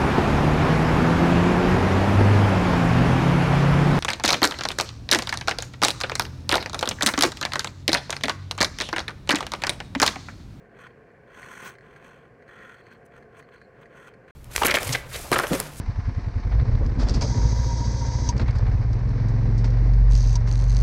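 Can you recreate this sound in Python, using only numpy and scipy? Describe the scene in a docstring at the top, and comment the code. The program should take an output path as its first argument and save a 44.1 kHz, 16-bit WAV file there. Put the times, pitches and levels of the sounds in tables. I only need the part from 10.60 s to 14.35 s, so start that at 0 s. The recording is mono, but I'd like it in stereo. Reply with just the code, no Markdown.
"""A motor drone and a light metallic rattle come first: a drill press spins a cloth buffing wheel in a small
wooden workshop. Then a knife handle is pressed to the wheel in short strokes, rasping with a flutter, hissing
when it bites, scratching at times and twice squeaking briefly; all sound stops abruptly at the end.
Drone: filtered noise. Rattle and knocks: impacts ringing resonances. Strokes and scratches: random grains.
Squeaks: trains of stick-slip pulses."""
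import sys
import numpy as np
from scipy import signal
from scipy.fft import rfft, irfft, next_fast_len
from scipy.io import wavfile
from scipy.ndimage import map_coordinates

SR = 44100
rng = np.random.default_rng(int(sys.argv[2]) if len(sys.argv) > 2 else 0)


def waveform_to_disk(signal):
    """Save audio, clipped to [-1, 1], as 16-bit WAV at the path in sys.argv[1]."""
    frames = np.transpose(np.atleast_2d(signal))
    scaled = np.clip(frames, -1, 1) * 32767
    samples = np.round(scaled).astype(np.int16)
    wavfile.write(sys.argv[1], SR, samples)


N = 165375  # samples

WHEEL_HZ = 42.98  # turns per second

# Spectrum of the rumble through the frame [f/Hz, level/dB]
FRAME_SPECTRUM = [(15, -40.5), (25, -15), (49, -3.5), (91, -6.5), (127, 0), (173, -4), (217, -3.5),
                  (285, -6), (343, -5.5), (424, 1), (558, -3), (620, -13), (690, -4.5), (768, -12.5),
                  (894, -18), (950, -25.5), (1240, -25.5), (2090, -120)]
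# Resonances of the motor's hum [f/Hz, width/Hz, level/dB]
HUM_MODES = [(128.5, 13.55, -1.5), (226, 20, -12.5), (685, 19, -12)]
# Spectrum of the bearings' whir [f/Hz, level/dB]
WHIR_SPECTRUM = [(500, -41.5), (900, -11), (1060, 2.5), (1290, -8.5), (1540, 3), (1900, -5.5), (2250, -7),
                 (2630, -14.5), (3000, -19.5), (3800, -33.5), (4300, -27), (5000, -29.5), (8500, -37.5),
                 (15500, -54)]
FRAME_DB, HUM_DB, WHIR_DB = -53, -63, -61  # rms before the common waver

# Resonances of spindle and chuck [f/Hz, width/Hz, level/dB]
SPINDLE_MODES = [(1050, 80, -13), (1560, 190, -1), (1850, 230, 0), (2300, 300, -10), (3150, 250, -22),
                 (4280, 200, -18), (6400, 400, -28), (8600, 600, -34)]
# Spectrum of the rattle's soft contact [f/Hz, level/dB]
SOFT_CONTACT_SPECTRUM = [(2000, -1), (4300, -5), (7000, -14)]
RATTLE_DB, RATTLE_PER_S = -69, 160  # direct rms, impacts per second
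# Sharp knocks of the spindle [t/s, level/dB before KNOCK_GAIN_DB]
KNOCKS = [(0.2682, -34), (0.717, -44), (0.8292, -29), (0.913, -35.5), (0.9363, -34), (0.9722, -31.5),
          (1.0114, -32), (1.1526, -37.5), (1.1847, -38.5), (1.2086, -41), (1.362, -35), (1.8237, -43),
          (1.879, -40), (1.9888, -40.5), (2.0157, -39), (2.2674, -38), (2.3141, -42), (2.6258, -40.5),
          (2.797, -38), (2.8257, -40.5), (2.9806, -45), (3.0152, -39), (3.2569, -40), (3.5385, -40.5),
          (3.68, -41.5)]
KNOCK_GAIN_DB, BURR_DECAY_S = 10, 0.0027
# Spells of thin metallic chatter [start t/s, end t/s, level/dB]
CHATTER_SPELLS = [(.22, 0.336, -81), (2.136, 2.362, -73.5), (2.776, 2.856, -77), (2.912, 3.06, -72.5)]
# Spectrum of the chatter [f/Hz, level/dB]
CHATTER_SPECTRUM = [(3300, -45), (3950, -17), (4180, -2), (4380, 0), (4580, -14), (5200, -45)]
CHATTER_DEPTH_DB = 5.5  # peak swing over a turn

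# Strokes against the wheel, each a list of [t/s, rasp level/dB, hiss level/dB], before the trims below
STROKES = [
    [(0.13, -67, -99), (0.132, -61, -96), (0.208, -46, -62.5), (0.274, -45.5, -73.5), (0.286, -65, -84),
     (0.3, -50.5, -81)],
    [(0.66, -76, -101), (0.674, -59, -84), (0.782, -44.5, -59), (1.05, -41.5, -52.5), (1.07, -36, -46),
     (1.14, -49.5, -66)],
    [(1.23, -56, -79), (1.356, -53.5, -74.5), (1.362, -54.5, -68), (1.4, -56, -81), (1.452, -47.5, -63.5),
     (1.68, -60.5, -86)],
    [(1.885, -49, -74), (2.057, -44, -68), (2.107, -47, -68.5), (2.143, -46, -66), (2.167, -54, -76),
     (2.21, -51.5, -75)],
    [(2.24, -67, -80), (2.272, -53.5, -79), (2.304, -58, -80), (2.316, -49, -68), (2.37, -61.5, -87),
     (2.38, -72, -79)],
    [(2.51, -78, -95), (2.52, -58, -86), (2.578, -49, -67), (2.596, -65, -81), (2.604, -66, -80),
     (2.61, -76, -79)],
    [(2.71, -66, -91.5), (2.758, -52, -75), (2.788, -50, -58.5), (2.802, -43, -62.5), (2.816, -67, -87.5),
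     (2.82, -68, -79)],
    [(2.89, -54, -83), (2.908, -78, -88), (2.922, -53, -81), (2.938, -49, -68.5), (2.994, -64, -87),
     (3.0, -63, -85)],
    [(3.16, -59, -117), (3.2, -57.5, -85), (3.21, -58, -75), (3.218, -53, -69.5), (3.23, -45, -76),
     (3.25, -71, -85)],
    [(3.3, -59.5, -87), (3.368, -49.5, -67), (3.47, -50, -65), (3.482, -41.5, -58), (3.506, -56.5, -84),
     (3.52, -58, -91)],
    [(3.675, -71, -90), (3.679, -56, -76), (3.695, -50.5, -79), (3.708, -53, -76)],
]
# Ringing of the handle in each stroke [level/dB over the rasp]
HANDLE_RING_DB = [-3, -10.5, -9, 3.5, -15, -4, -7.5, -6.5, -2, -3.5, -16]
# Resonances of the handle [f/Hz, width/Hz, level/dB]
HANDLE_MODES = [(1398, 95, 4.5), (1890, 160, 1), (2610, 27, -15.5), (3036, 41, -13), (3370, 90, -11.5),
                (4760, 80, -37), (6200, 110, -42), (6530, 110, -28.5)]
# Spectrum of the rasp [f/Hz, level/dB]
RASP_SPECTRUM = [(470, -41), (800, -11.5), (857, -11), (940, -15), (1030, 5), (1310, -8.5), (1440, 5),
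                 (1620, -0.5), (1860, -3.5), (2050, -5), (2630, -8), (2830, -15), (3180, -11), (3490, -16),
                 (3790, -27.5), (4220, -17), (4420, -25), (4740, -28), (5000, -40), (6500, -45.5),
                 (11000, -120)]
# Spectrum of the hiss [f/Hz, level/dB]
HISS_SPECTRUM = [(2820, -49), (4800, -14), (4910, -25), (5070, -19), (5540, -5), (6340, 2.5), (6770, -5),
                 (6950, -8.5), (7320, -8), (8110, -2.5), (8630, -3), (9180, -7), (9610, -14),
                 (10500, -14.5), (13600, -47), (22000, -120)]
# Spectrum of the top sizzle [f/Hz, level/dB]
SIZZLE_SPECTRUM = [(5000, -32), (9500, -13), (11200, 0), (12100, 0), (13300, 3), (15600, -5.5)]
# Spectrum of the low thrum as a stroke loads the frame [f/Hz, level/dB]
THRUM_SPECTRUM = [(60, -18.5), (130, -3), (250, -3.5), (400, -6), (540, 2.5), (620, -10), (700, -16),
                  (900, -4.5), (1300, -46)]
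RASP_TRIM_DB, HISS_TRIM_DB, THRUM_TRIM_DB = -2, -2.5, -10.5
# Sizzle level when the hiss curve is at FULL_BITE_DB, and the power of the hiss it follows
SIZZLE_DB, FULL_BITE_DB, SIZZLE_EXPONENT = -69.5, -57, 0.96
FLUTTER_DB = 2  # peak swing over a turn
FIBRES_PER_S, GRIT_PER_S = 5000, 2800  # mean impacts per second

# Scratches where an edge catches the wheel [t/s, length/s, peak level/dB]
SCRATCHES = [(1.028, .085, -43), (2.33, 0.014, -60), (2.57, 0.024, -72), (2.801, .016, -66),
             (3.212, 0.017, -65), (3.466, .03, -62)]
# Spectrum of the scratches [f/Hz, level/dB]
SCRATCH_SPECTRUM = [(500, -17), (2000, 9), (5500, 1.5), (8500, -7.5), (11000, -6.5), (14500, -3),
                    (16000, 8)]

# Squeaks [t/s, length/s, slip rate f/Hz, level/dB]
SQUEAKS = [(2.451, 0.014, 1010, -65), (2.783, 0.014, 990, -68)]
# Spectrum of a slip [f/Hz, level/dB]
SQUEAK_SPECTRUM = [(1000, -12), (2800, -10), (4200, -10), (5100, -14), (6000, -5), (7000, -1), (8000, -5),
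                   (9200, -4), (10100, 1), (11200, -12), (13200, -11), (16000, -15)]

# Time for the late answer to fall 60 dB [f/Hz, time/s]; where negative, it grows instead
DECAY_TIME = [(200, .2), (2000, 1.4), (12000, -0.5)]
# Reflected or side-specific share [f/Hz, level/dB over the direct or shared part]
WET_SHARE = [(60, -20), (150, -18), (320, -14), (550, -4.5), (1200, -1), (3000, 1), (9000, 3)]
# Left side over right [f/Hz, level/dB]
BALANCE = [(60, -0.5), (250, 1.5), (480, 1), (600, 1), (700, 6.5), (850, 6), (1150, -4), (1500, 1),
           (1900, -1), (2350, 4), (2800, -1), (4150, -1), (5400, 0.5), (5850, 1), (7000, 2), (9500, 1),
           (15000, 1)]
STOP_S, STOP_FADE_S = 3.711, 0.0026  # moment of silence, and the fade before it
TOP_HZ = 15750  # band limit


def amp(db):
    """Decibels to amplitude ratio."""
    return 10 ** (np.asarray(db) / 20)


def unit(x):
    """Scaling to rms 1."""
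    return x / np.sqrt(np.mean(x ** 2) + 1e-20)


def clock():
    """The time of each sample in seconds."""
    return np.arange(N) / SR


def along(points, hz):
    """Interpolation of (Hz, value) points on a logarithmic frequency axis."""
    f, value = np.transpose(points)
    return np.interp(np.log(hz + 1), np.log(f + 1), value)


def wobble(rate):
    """Slow random modulation: a smooth curve through `rate` random knots a second."""
    knots = rng.standard_normal(int(N * rate / SR) + 4)
    return map_coordinates(knots, [clock() * rate])


def spell(start, end, edge_s):
    """A gate with linear edges."""
    t = clock()
    return np.clip(np.minimum(t - start, end - t) / edge_s, 0, 1)


def filtered(x, response):
    """Linear filtering: the spectrum times a response of frequency."""
    m = 2 * next_fast_len(N // 2 + SR // 4)
    hz = np.fft.rfftfreq(m, 1 / SR)
    return irfft(rfft(x, m) * response(hz), m)[..., :N]


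def coloured(x, points):
    """Minimum-phase filtering: the cepstrum is folded so that the filter is causal."""
    def response(hz):
        cepstrum = irfft(np.log(amp(along(points, hz)) + 1e-6))
        half = len(cepstrum) // 2
        cepstrum[1:half] *= 2
        cepstrum[half + 1:] = 0
        return np.exp(rfft(cepstrum))
    return filtered(x, response)


def rung(x, modes):
    """Modal resonance: parallel second-order band-passes of alternating sign."""
    def response(f):
        total = 0
        for k, (centre, width, db) in enumerate(modes):
            damping = 1j * f * width
            total = total + (-1) ** k * amp(db) * damping / (centre * centre - f * f + damping)
        return total
    return filtered(x, response)


def grains(rate, spread_db):
    """Random impacts: `rate` per second on average, of uneven size and either sign."""
    size = amp(spread_db * np.clip(rng.standard_normal(N), -2, 2))
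    return (rng.random(N) < rate / SR) * size * np.sign(rng.standard_normal(N))


def workshop(x, early_s=0.0044, late_db=-5):
    """Reflection by convolution, different on each side: dense early noise, then a late answer.

    Negative decay times make the late noise swell, chiefly in a narrow band near 7.6 kHz."""
    hz, t, noise = signal.stft(rng.standard_normal((2, SR // 4)), SR, nperseg=256)
    envelope = amp(-60 * t / along(DECAY_TIME, hz)[:, None])
    late = signal.istft(noise * envelope, SR, nperseg=256)[1]
    age = np.arange(late.shape[1]) / SR
    early = rng.standard_normal(late.shape) * age * np.exp(-age / early_s)
    answer = unit(unit(early) + amp(late_db) * unit(late)) / np.sqrt(len(age))
    wet = signal.fftconvolve(x[None], answer, axes=1)[:, :N]
    return x + filtered(wet, lambda f: amp(along(WET_SHARE, f)))


def spread(make):
    """Partial coherence: one part shared by both sides plus one of each side's own, at rms 1."""
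    shared = make()
    own = np.array([make(), make()])
    return unit(shared + filtered(own, lambda f: amp(along(WET_SHARE, f))))


def drone(waver_db=0.74):
    """Steady machine noise: motor and belt rumble and hum through the frame; the bearings whir."""
    frame = spread(lambda: coloured(rng.standard_normal(N), FRAME_SPECTRUM))
    hum = spread(lambda: rung(rng.standard_normal(N), HUM_MODES))
    whir = spread(lambda: coloured(rng.standard_normal(N), WHIR_SPECTRUM))
    steady = amp(FRAME_DB) * frame + amp(HUM_DB) * hum + amp(WHIR_DB) * whir
    return amp(waver_db * wobble(14)) * steady


def light_rattle():
    """Impact excitation: play in the spindle gives soft random contacts that ring its modes."""
    contacts = coloured(grains(RATTLE_PER_S, spread_db=3), SOFT_CONTACT_SPECTRUM)
    return amp(RATTLE_DB) * unit(rung(contacts, SPINDLE_MODES))


def thin_chatter():
    """Periodic modulation: metallic noise swells about once a turn, within separate spells."""
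    level = sum(amp(db) * spell(start, end, edge_s=0.0099) for start, end, db in CHATTER_SPELLS)
    turn = np.sin(2 * np.pi * WHEEL_HZ * clock() + wobble(20))
    swell = amp(CHATTER_DEPTH_DB * turn + 2 * wobble(90))
    return level * unit(swell * coloured(rng.standard_normal(N), CHATTER_SPECTRUM))


def spindle_knocks(burr=.1):
    """Impulse response: each blow, an impulse with a short noisy burr, rings the spindle's modes."""
    blows = np.zeros(N)
    age = clock()[:SR // 50]
    for s, db in KNOCKS:
        contact = burr * rng.standard_normal(len(age)) * np.exp(-age / BURR_DECAY_S)
        contact[0] = 1
        blows[round(s * SR):][:len(age)] += amp(db + KNOCK_GAIN_DB) * contact
    # a lone unit impulse would ring with energy 1
    return rung(blows, SPINDLE_MODES) / np.linalg.norm(rung(np.ones(1), SPINDLE_MODES))


def spindle():
    """Play in the spindle, radiated: rattle and chatter, and knocks with shorter reflections."""
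    steady = workshop(light_rattle() + thin_chatter())
    return steady + workshop(spindle_knocks(), early_s=0.0028, late_db=-12)


def rubbing(rough_db=2.0, edge_db_per_s=900):
    """Friction as many impacts: fibres strike the handle, harder once a turn, and load the frame."""
    t = clock()
    rasp, hiss, ring = np.zeros((3, N))
    for stroke, ring_db in zip(STROKES, HANDLE_RING_DB):
        s, rasp_db, hiss_db = np.transpose(stroke)
        outside_db = edge_db_per_s * abs(t - np.clip(t, s[0], s[-1]))
        # rasp and ring share the stroke's power
        level = amp(np.interp(t, s, rasp_db) - outside_db) / np.hypot(1, amp(ring_db))
        rasp += level
        ring += level * amp(ring_db)
        hiss += amp(np.interp(t, s, hiss_db) - outside_db)

    turn = np.sin(2 * np.pi * WHEEL_HZ * t + .5 * wobble(4.7))
    flutter = unit(amp(FLUTTER_DB * turn + rough_db * wobble(300)))

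    wood = rasp * spread(lambda: coloured(grains(FIBRES_PER_S, spread_db=4.5), RASP_SPECTRUM))
    wood = wood + ring * spread(lambda: rung(grains(FIBRES_PER_S, spread_db=5.5), HANDLE_MODES))
    fibres = hiss * spread(lambda: coloured(grains(GRIT_PER_S, spread_db=3.5), HISS_SPECTRUM))
    bite = (hiss / amp(FULL_BITE_DB)) ** SIZZLE_EXPONENT
    sizzle = bite * spread(lambda: coloured(grains(GRIT_PER_S, spread_db=6), SIZZLE_SPECTRUM))
    thrum = rasp * spread(lambda: coloured(rng.standard_normal(N), THRUM_SPECTRUM))

    low = amp(RASP_TRIM_DB) * wood + amp(THRUM_TRIM_DB) * thrum
    high = amp(HISS_TRIM_DB) * fibres + amp(SIZZLE_DB) * sizzle
    return flutter * (low + high)


def scratches():
    """Granular friction: an edge catches the wheel; a spray of coarse grains swells and dies."""
    t = clock()
    level = np.zeros(N)
    for s, length, db in SCRATCHES:
        level += amp(db) * np.sin(np.pi * np.clip((t - s) / length, 0, 1))
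    return level * spread(lambda: coloured(grains(2000, spread_db=6.5), SCRATCH_SPECTRUM))


def squeaks(jitter_s=.000011, uneven_db=3.5):
    """Stick-slip: the handle slips in a near-periodic pulse train that grows, then breaks off."""
    slips = np.zeros(N)
    taps = np.arange(-8, 9)
    for s, length, hz, db in SQUEAKS:
        age = np.arange(0, length, 1 / hz)
        chance = rng.standard_normal((64, 2))[:len(age)]
        at = (s + age + jitter_s * chance[:, 0]) * SR
        growth = np.sqrt(age / length * SR / hz)
        size = amp(db + uneven_db * chance[:, 1]) * growth
        # sinc pulses place the slips between samples
        index = at.astype(int)[:, None] + taps
        pulses = size[:, None] * np.sinc(index - at[:, None])
        slips += np.bincount(index.ravel(), pulses.ravel(), N)
    slip_norm = np.linalg.norm(coloured(np.ones(1), SQUEAK_SPECTRUM))
    return workshop(coloured(slips, SQUEAK_SPECTRUM) / slip_norm, early_s=0.00061, late_db=-20)


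def scene():
    """Superposition of machine and handwork, close by, with a left-right balance over frequency."""
    total = drone() + spindle() + rubbing() + scratches() + squeaks()
    sides = np.array([[.5], [-.5]])  # left gains half the difference, right loses half
    return filtered(total, lambda hz: amp(along(BALANCE, hz) * sides))


def record(dry):
    """Truncation and band limiting: the sound stops abruptly; nothing is kept above TOP_HZ."""
    gate = np.clip((STOP_S - clock()) / STOP_FADE_S, 0, 1)
    return filtered(dry * gate, lambda hz: hz < TOP_HZ)


dry = scene()
out = record(dry)
waveform_to_disk(out)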